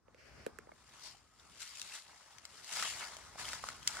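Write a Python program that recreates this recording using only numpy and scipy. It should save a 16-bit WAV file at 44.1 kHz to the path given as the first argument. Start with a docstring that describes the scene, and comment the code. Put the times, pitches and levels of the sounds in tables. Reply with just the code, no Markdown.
"""A quiet wood: slow footsteps through dry leaves and brush, heard from the walker's hand.
Moves of the feet stir leaves (bright granular noise), crunch litter (darker grains) and tick stems (short sines).
Twigs snap (noise cracks and ringing modes), and grass and a sleeve brush past (shaped noise).
Soft knocks near by are sinking tones with ticks; the air is a faint hush and rumble, with a narrow whistling.
"""
import sys
import numpy as np
from scipy import signal
from scipy.fft import rfft, irfft, next_fast_len
from scipy.io import wavfile
from scipy.ndimage import uniform_filter1d, map_coordinates

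SR = 44100
rng = np.random.default_rng(int(sys.argv[2]) if len(sys.argv) > 2 else 0)


def generate_wav(sig):
    """Save sig (samples, or channels by samples) to the path in sys.argv[1] as 16-bit PCM at SR."""
    pcm = np.round(np.clip(np.atleast_2d(sig).T, -1, 1) * 32767).astype(np.int16)
    wavfile.write(sys.argv[1], SR, pcm)


N = 176400
TOP_HZ = 15800  # band limit

# Level difference between the ears. Each row: frequency in Hz, left minus right in dB.
LEFT_MINUS_RIGHT = [(200, 2), (700, 2), (1300, -1), (2400, 1), (4400, 8), (8000, 3.5), (12000, -1.5)]


def amp(db):
    """Decibels to gain."""
    return 10 ** (np.asarray(db) / 20)


def unit(x):
    """Scale to rms 1."""
    return x / np.sqrt(np.mean(x ** 2) + 1e-20)


def along(points, hz):
    """Read (Hz, value) points on a log frequency axis."""
    f, v = np.transpose(points)
    return np.interp(np.log(hz + 1), np.log(f + 1), v)


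def level_curve(points):
    """Join (s, dB) points by straight lines; silent outside them."""
    return np.interp(np.arange(N) / SR, *np.transpose(points), left=-np.inf, right=-np.inf)


def wobble(knots_per_s):
    """A smooth random curve through normal random knots."""
    return map_coordinates(rng.standard_normal(4096), [np.arange(N) * knots_per_s / SR], mode="wrap")


def filtered(x, response):
    """Multiply the spectrum of x by a function of frequency."""
    m = next_fast_len(N + SR // 2)
    return irfft(rfft(x, m) * response(np.fft.rfftfreq(m, 1 / SR)), m)[..., :N]


def colour(x, spectrum):
    """Shape x by a spectrum, keeping the power of white noise."""
    return filtered(x, lambda hz: unit(amp(along(spectrum, hz))))


def add(track, s, sound):
    """Mix a short sound into a track at time s."""
    part = track[..., max(0, round(s * SR)):][..., :sound.shape[-1]]
    part += sound[..., :part.shape[-1]]


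def microphones(three, spectrum):
    """One shared and two separate noises become a coloured left and right at rms 1."""
    # Each row: frequency in Hz, share of power common to both sides (0 to 1).
    likeness = [(100, 0.74), (400, 0.37), (1200, 0.79), (2000, 0.88), (3500, 0.21), (7000, 0.15),
                (10000, 0.59), (14000, 1)]
    # Each row: frequency in Hz, phase by which left leads in radians.
    left_lead = [(100, 0.5), (1000, 0.54), (1800, -1), (2600, -0.5), (3700, 1.74), (5400, 2), (8300, 4.5),
                 (10000, -2), (12500, -1.5)]
    m = next_fast_len(N + 8192)
    hz, z = np.fft.rfftfreq(m, 1 / SR), rfft(three, m)
    sides = np.array([[.5], [-.5]])
    alike = np.clip(along(likeness, hz), 0, 1)
    shared = z[0] * np.sqrt(alike) * np.exp(1j * sides * along(left_lead, hz))
    pair = shared + z[1:] * np.sqrt(1 - alike)
    gain = amp(along(spectrum, hz) + sides * along(LEFT_MINUS_RIGHT, hz))
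    return unit(irfft(pair * gain, m)[:, :N])


def patchy(x):
    """Let the colour of a noise drift in small patches of time and frequency."""
    depth_db = 2  # rms
    z = signal.stft(x, nperseg=512)[2]
    field = rng.standard_normal(z.shape[1:])
    field = uniform_filter1d(field, size=6, axis=0)
    field = uniform_filter1d(field, size=7, axis=1)
    return signal.istft(z * amp(depth_db * unit(field)), nperseg=512)[1][:, :N]


def narrow(hz, half_width_hz):
    """Stereo noise in one resonance, at rms 1."""
    noise = rng.standard_normal((2, N))
    return unit(filtered(noise, lambda f: 1 / (1 + ((f - hz) / half_width_hz) ** 2)))


def air():
    """Faint swaying hush of the wood, and a low rumble that is strongest near the end."""
    # Spectra of hush and rumble. Each row: frequency in Hz, relative level in dB per Hz.
    hush_spectrum = [(20, -30), (40, -30), (58, -1), (100, -3), (200, -8.5), (450, -12), (1300, -10.5),
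                     (2500, -23), (3500, -27.5), (5200, -22), (10000, -30.5), (15000, -64)]
    rumble_spectrum = [(20, -19), (42, -17), (58, -2.5), (80, -10), (150, -14), (400, -19.5), (1200, -50)]
    # Level paths. Each row: time in seconds, level in dB.
    hush_path = [(0, -80.5), (.3, -67.5), (1.35, -71), (2.2, -71), (3.3, -71), (4, -67.5)]
    rumble_path = [(0, -77.5), (.3, -66.5), (.8, -71), (2.5, -87.5), (3.1, -69), (3.6, -62), (4, -64.5)]
    sway_db, sway_knots_per_s = 4, 8.1
    t = np.arange(N) / SR
    hush = patchy(microphones(rng.standard_normal((3, N)), hush_spectrum))
    rumble = microphones(rng.standard_normal((3, N)), rumble_spectrum)
    hush_db = np.interp(t, *np.transpose(hush_path)) + sway_db * wobble(sway_knots_per_s)
    rumble_db = np.interp(t, *np.transpose(rumble_path))
    return amp(hush_db) * hush + amp(rumble_db) * rumble


def knocks():
    """Soft knocks near by: a dry, chattering tick, a hollow thud that sinks in pitch and a faint scuff."""
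    # Each row: start in seconds, thud level in dB, thud pitch in Hz, tick level in dB, tick low-pass in Hz.
    knock_rows = [(.082, -53, 546, -39.5, 1800), (.146, -54, 547, -42, 7000),
                  (0.4645, -26.5, 497, -22.5, 8900), (0.492, -50.5, 530, -52, 1500),
                  (0.5875, -45, 440, -29, 11800), (.671, -50, 575, -44, 2200),
                  (.691, -45.5, 935, -39, 1600), (.718, -47.5, 640, -38, 3000)]
    # Spectra of tick and scuff. Each row: frequency in Hz, relative level in dB.
    tick_spectrum = [(150, -0.5), (700, -0.5), (1500, 5), (2700, -2.5), (3400, -10.5), (4200, -9),
                     (5200, -11.5), (7000, -7.5), (11000, -12.5), (15500, -12)]
    scuff_spectrum = [(100, 2), (500, 1), (850, -11), (4000, -26), (15000, -38)]
    swell_s, sag = 0.0028, 0.13  # time to the thud's peak; pitch runs from 1 + sag to 1 - sag
    body_ratio, body_db = 0.49, -12  # lower mode of the thud
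    scuff_db, scuff_t60_s = -14.5, .11
    chatter_db, chatter_t60_s = -14.5, 0.01
    right_lead_s, low_cut_hz = 0.00048, 160  # right leads on thuds only; the low cut takes thuds and scuffs
    tick_side_db = 5  # right up, left down
    t = np.arange(SR // 10) / SR
    thuds, ticks, scuffs = np.zeros(N), np.zeros(N), np.zeros((2, N))
    u = t / swell_s
    swell = (u * np.exp(1 - u)) ** 3
    for s, thud_db, hz, tick_db, muffle_hz in knock_rows:
        phase = 2 * np.pi * np.cumsum(hz * (1 + sag * (1 - 2 * np.tanh(u / 2)))) / SR
        modes = np.sin(phase) + amp(body_db) * np.sin(body_ratio * phase)
        add(thuds, s, amp(thud_db) * swell * modes)
        scuff_gain = amp(thud_db + scuff_db - 60 * t / scuff_t60_s)
        add(scuffs, s, scuff_gain * rng.standard_normal((2, len(t))))
        chatter = amp(chatter_db - 60 * t / chatter_t60_s) * rng.standard_normal(len(t))
        contact = (t == 0) + chatter
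        muffle = signal.butter(2, min(muffle_hz, TOP_HZ), fs=SR)
        add(ticks, s, amp(tick_db) * signal.lfilter(*muffle, contact))
    sides = np.array([[-1], [1]])
    body = filtered(thuds, lambda hz: np.exp(1j * np.pi * sides * hz * right_lead_s))
    body = body + colour(scuffs, scuff_spectrum)
    body = filtered(body, lambda hz: (1j * hz / (low_cut_hz + 1j * hz)) ** 2)
    return body + amp(sides * tick_side_db) * colour(ticks, tick_spectrum)


def sleeve():
    """Cloth slides past close by: noise in several soft bands, its balance shifting between the sides."""
    # Each row: time in seconds, level in dB, left minus right in dB.
    path = [(.12, -87, 5), (.195, -63.5, -2), (.25, -62, 4.5), (.38, -64, 3.5), (.455, -62, -3),
            (.5, -92, 0)]
    # Each row: frequency in Hz, relative level in dB per Hz.
    cloth_spectrum = [(200, -16), (600, 0.5), (900, -20), (1450, -4.5), (2200, -3), (2800, -6.5),
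                      (3700, -19.5), (4600, -8), (5500, -11), (7100, -19.5), (14000, -34.5)]
    s, db, left_db = np.transpose(path)
    t, sides = np.arange(N) / SR, np.array([[.5], [-.5]])
    level_db = level_curve(np.transpose([s, db])) + sides * np.interp(t, s, left_db)
    noise = rng.standard_normal((3, N))
    cloth = unit(colour(noise[0] + 2.3 * noise[1:], cloth_spectrum))
    return amp(level_db + 1.1 * wobble(32.3)) * cloth


def crackle(spectrum, grains_per_s, spread_db, hiss, life_s):
    """Tiny fractures of uneven size over the hiss of sliding leaves, in stereo at rms 1."""
    happens = rng.random(N) < grains_per_s / SR
    sizes = happens * amp(spread_db * np.minimum(rng.exponential(size=N), 4))
    power = signal.lfilter([1], [1, -np.exp(-1 / (SR * life_s))], sizes ** 2)
    envelope = np.hypot(unit(np.sqrt(power)), hiss)
    return unit(patchy(microphones(envelope * rng.standard_normal((3, N)), spectrum)))


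def stems(strength):
    """Stems and stiff leaves tick singly, each with its own pitch and place, scaled by the moves."""
    per_s, level_db, spread_db, max_spreads = 110, -3, 2, 4.5
    centre_hz, spread_octaves, decay_cycles = 3420, 1.01, 3.4
    t = np.arange(512) / SR
    track, sides = np.zeros((2, N)), np.array([[1], [-1]])
    for when, size, pitch, place, lag in rng.random((int(per_s * N / SR), 5)):
        octaves = spread_octaves * np.sqrt(3) * (2 * pitch - 1)
        hz = min(centre_hz * 2 ** octaves, TOP_HZ)
        side_db = sides * (along(LEFT_MINUS_RIGHT, hz) / 2 + 4 * (place - .5))
        db = level_db + spread_db * min(-np.log(1 - size), max_spreads) + side_db
        ring = np.sin(2 * np.pi * hz * (t + sides * 0.000091 * (lag - .5)))
        tick = np.exp(-t * hz / decay_cycles) * ring
        add(track, when * N / SR, strength[int(when * N)] * amp(db) * tick)
    return track


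def footsteps():
    """Every move swells, holds and settles; leaves and litter give way in clumps."""
    # Each row: full strength at in seconds, rise, hold and release in seconds (rise and release
    # per 20 dB), rustle level in dB, crunch level in dB.
    moves = [(0.768, 0.17, 0.036, 0.17, -70, -69.5), (0.903, 0.16, 0.069, 0.43, -62.5, -65.5),
             (1.044, 0.1, 0.028, 0.12, -52.5, -61), (1.401, 0.014, .005, 0.054, -65, -69),
             (1.617, 0.061, 0.01, 0.12, -47.5, -66.5), (1.79, 0.46, 0.076, 0.17, -52, -64.5),
             (1.939, 0.16, 0.019, 0.11, -48, -59), (2.081, 0.17, 0.25, 0.53, -63.5, -63),
             (2.573, 0.23, 0.024, 0.11, -57.5, -62.5), (2.728, 0.075, 0.054, 0.14, -42.5, -49.5),
             (2.805, 0.18, 0.046, 0.23, -39.5, -50), (3.002, 0.12, 0.03, 0.2, -47, -47),
             (3.133, 0.17, 0.092, 1, -59.5, -58), (3.392, 0.025, 0.015, 0.14, -44.5, -50),
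             (3.478, 0.1, 0.078, 0.09, -46, -49), (3.653, 0.072, 0.014, 0.24, -49.5, -52),
             (3.874, 0.041, 0.057, 0.2, -47.5, -57), (3.977, 0.2, .04, .2, -57.5, -47.5)]
    # Spectra of leaves and litter. Each row: frequency in Hz, relative level in dB per Hz.
    leaf_spectrum = [(200, -37.5), (800, -19.5), (1700, -1.5), (3000, 0.5), (4000, -0.5), (4800, 0.5),
                     (6000, -3), (7400, 0), (8400, -4.5), (10900, -7.5), (12100, -24.5), (13700, -13),
                     (15600, -46)]
    litter_spectrum = [(80, -14), (250, -13), (430, -12.5), (650, -3.5), (900, 0), (1350, -0.5), (1900, -3),
                       (2700, -19), (6000, -10.5), (14000, -34)]
    clump_db, clumps_per_s = 1.4, 260
    t = np.arange(N) / SR
    leaf_power, litter_power = np.zeros(N), np.zeros(N)
    for s, rise, hold, release, rustle_db, crunch_db in moves:
        shape_db = -20 * (np.maximum(s - t, 0) / rise + np.maximum(t - s - hold, 0) / release)
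        leaf_power += amp(rustle_db + shape_db) ** 2
        litter_power += amp(crunch_db + shape_db) ** 2
    leaf_clumps = unit(amp(clump_db * wobble(clumps_per_s)))
    litter_clumps = unit(amp(clump_db * wobble(clumps_per_s)))
    rustle = crackle(leaf_spectrum, grains_per_s=2900, spread_db=3, hiss=0.59, life_s=0.0012)
    crunch = crackle(litter_spectrum, grains_per_s=600, spread_db=2, hiss=0.65, life_s=0.0018)
    leaves = np.sqrt(leaf_power) * leaf_clumps * rustle
    litter = np.sqrt(litter_power) * litter_clumps * crunch
    return leaves + litter + stems(np.sqrt(leaf_power + litter_power))


def twigs():
    """A twig breaks with a sharp crack and rings briefly in two quick stages; light stalks ping."""
    # Breaks. Each row: start in seconds, ring level in dB, ring pitch in Hz, crack level in dB (5 dB is taken off).
    snaps = [(1.169, -55, 1500, -58), (1.397, -43.5, 3600, -57), (1.609, -41, 7200, -50),
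             (1.6755, -38.5, 2880, -41.5), (1.753, -42, 6600, -45), (1.757, -45, 6650, -44.5),
             (1.771, -39, 2620, -42), (1.796, -38, 6700, -37), (1.8155, -40, 2820, -31),
             (1.826, -34, 7100, -47), (1.9215, -33, 2630, -57), (1.958, -35, 3520, -44),
             (2.383, -43, 1900, -42.5), (2.452, -39.5, 1300, -36), (2.644, -43.5, 1870, -41.5),
             (2.727, -33, 7400, -34), (2.761, -28, 1370, -36), (2.771, -30, 2550, -39),
             (2.790, -29, 1370, -46), (2.799, -23.5, 1580, -44), (2.8245, -18.5, 1380, -29),
             (2.8275, -27, 1290, -32), (2.831, -24, 2040, -33), (2.8352, -32, 1440, -37),
             (2.854, -26.5, 1240, -41), (3.167, -35.5, 780, -38.5), (3.357, -35, 730, -54),
             (3.447, -31.5, 1270, -44), (3.453, -29, 3280, -40), (3.483, -25.5, 2070, -41),
             (3.488, -40, 2880, -35.5), (3.5316, -19.5, 1600, -33.5), (3.639, -21, 1020, -40),
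             (3.687, -22.5, 1380, -31.5), (3.702, -30.5, 1670, -40.5), (3.829, -39, 2630, -43),
             (3.875, -15.5, 7600, -17), (3.969, -24.5, 1450, -39)]
    # Modes of a twig. Each row: ratio to its main pitch, level in dB.
    modes = [(.63, -21), (1, 0.5), (1.45, -12)]
    # Light stalks. Each row: start in seconds, level in dB, pitch in Hz.
    pings = [(.718, -53, 2190), (1.147, -50, 790)]
    # Each row: frequency in Hz, relative level in dB.
    crack_spectrum = [(300, -22), (900, -12), (1500, -0.5), (3500, 6), (5200, 6), (7300, 5.5), (9500, -4.5),
                      (12000, -13.5), (15500, -14)]
    ring_t60_s, ping_t60_s, crack_s, attack_s = 0.0066, 0.027, 0.0029, 0.00068
    splinter_max_s, splinter_db = 0.001652, -3.5  # the last fibres give way just after the first
    side_db, left_lead_s = 3, .0001  # cracks come from the left: left up, right down
    t = np.arange(SR // 20) / SR
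    rings, cracks = np.zeros(N), np.zeros((3, N))
    onset = 1 - np.exp(-t / attack_s)
    for s, ring_db, hz, crack_db in snaps:
        splinter_s = splinter_max_s * rng.uniform(0.742, 1.0)
        for delay, db in [(0, 0), (splinter_s, splinter_db)]:
            ring = np.zeros(len(t))
            for ratio, mode_db in modes:
                mode_hz = hz * ratio * np.exp(rng.normal(0, 0.04))
                ring += amp(mode_db) * np.sin(2 * np.pi * mode_hz * t)
            add(rings, s + delay, amp(ring_db + db - 60 * t / ring_t60_s) * onset * ring)
        burst = np.exp(-(t / crack_s) ** 2) * onset * rng.standard_normal((3, len(t)))
        add(cracks, s, amp(crack_db - 5) * burst)
    for s, db, hz in pings:
        add(rings, s, amp(db - 60 * t / ping_t60_s) * onset * np.sin(2 * np.pi * hz * t))
    cracks = colour(cracks, crack_spectrum)
    sides = np.array([[1], [-1]])
    direct = filtered(cracks[0], lambda hz: np.exp(1j * np.pi * sides * hz * left_lead_s))
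    return rings + amp(sides * side_db) * (direct + 1.03 * cracks[1:])


def grass():
    """Thin dry blades slide along a leg: one bright swell of resonant noise."""
    at_s, half_s = 1.07, .05
    level_db, hz, half_width_hz = -54, 4700, 790
    swell = np.exp(-((np.arange(N) / SR - at_s) / half_s) ** 2)
    sides_db = along(LEFT_MINUS_RIGHT, hz) * np.array([[.5], [-.5]])
    return amp(level_db + sides_db) * swell * narrow(hz, half_width_hz)


def whistling():
    """A faint distant whistling: a thin, centred band of noise that swells and fades."""
    # Each row: time in seconds, level in dB.
    whistle_path = [(1.15, -96), (1.26, -79), (1.45, -72), (1.53, -92)]
    return amp(level_curve(whistle_path)) * narrow(hz=1265, half_width_hz=39)[0]


def wood(x):
    """A short scatter from the ground and the trunks: decaying noise as an impulse response."""
    t60_s = 0.1
    t = np.arange(SR // 2) / SR
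    tail = rng.standard_normal((2, len(t))) * amp(-60 * t / t60_s)
    return signal.fftconvolve(x, tail / np.linalg.norm(tail[0]), axes=1)[:, :N]


def scene():
    """Feet, grass and twigs scatter in the wood; knocks, sleeve, air and whistling stay direct."""
    wood_db = -10.5
    ground = footsteps() + grass() + twigs()
    return ground + amp(wood_db) * wood(ground) + knocks() + sleeve() + air() + whistling()


def record(dry):
    """The microphones drop the deepest bass and keep nothing above the band limit."""
    low_cut_hz = 32
    return filtered(dry, lambda hz: (hz < TOP_HZ) * hz ** 4 / np.hypot(hz ** 4, low_cut_hz ** 4))


dry = scene()
out = record(dry)
generate_wav(out)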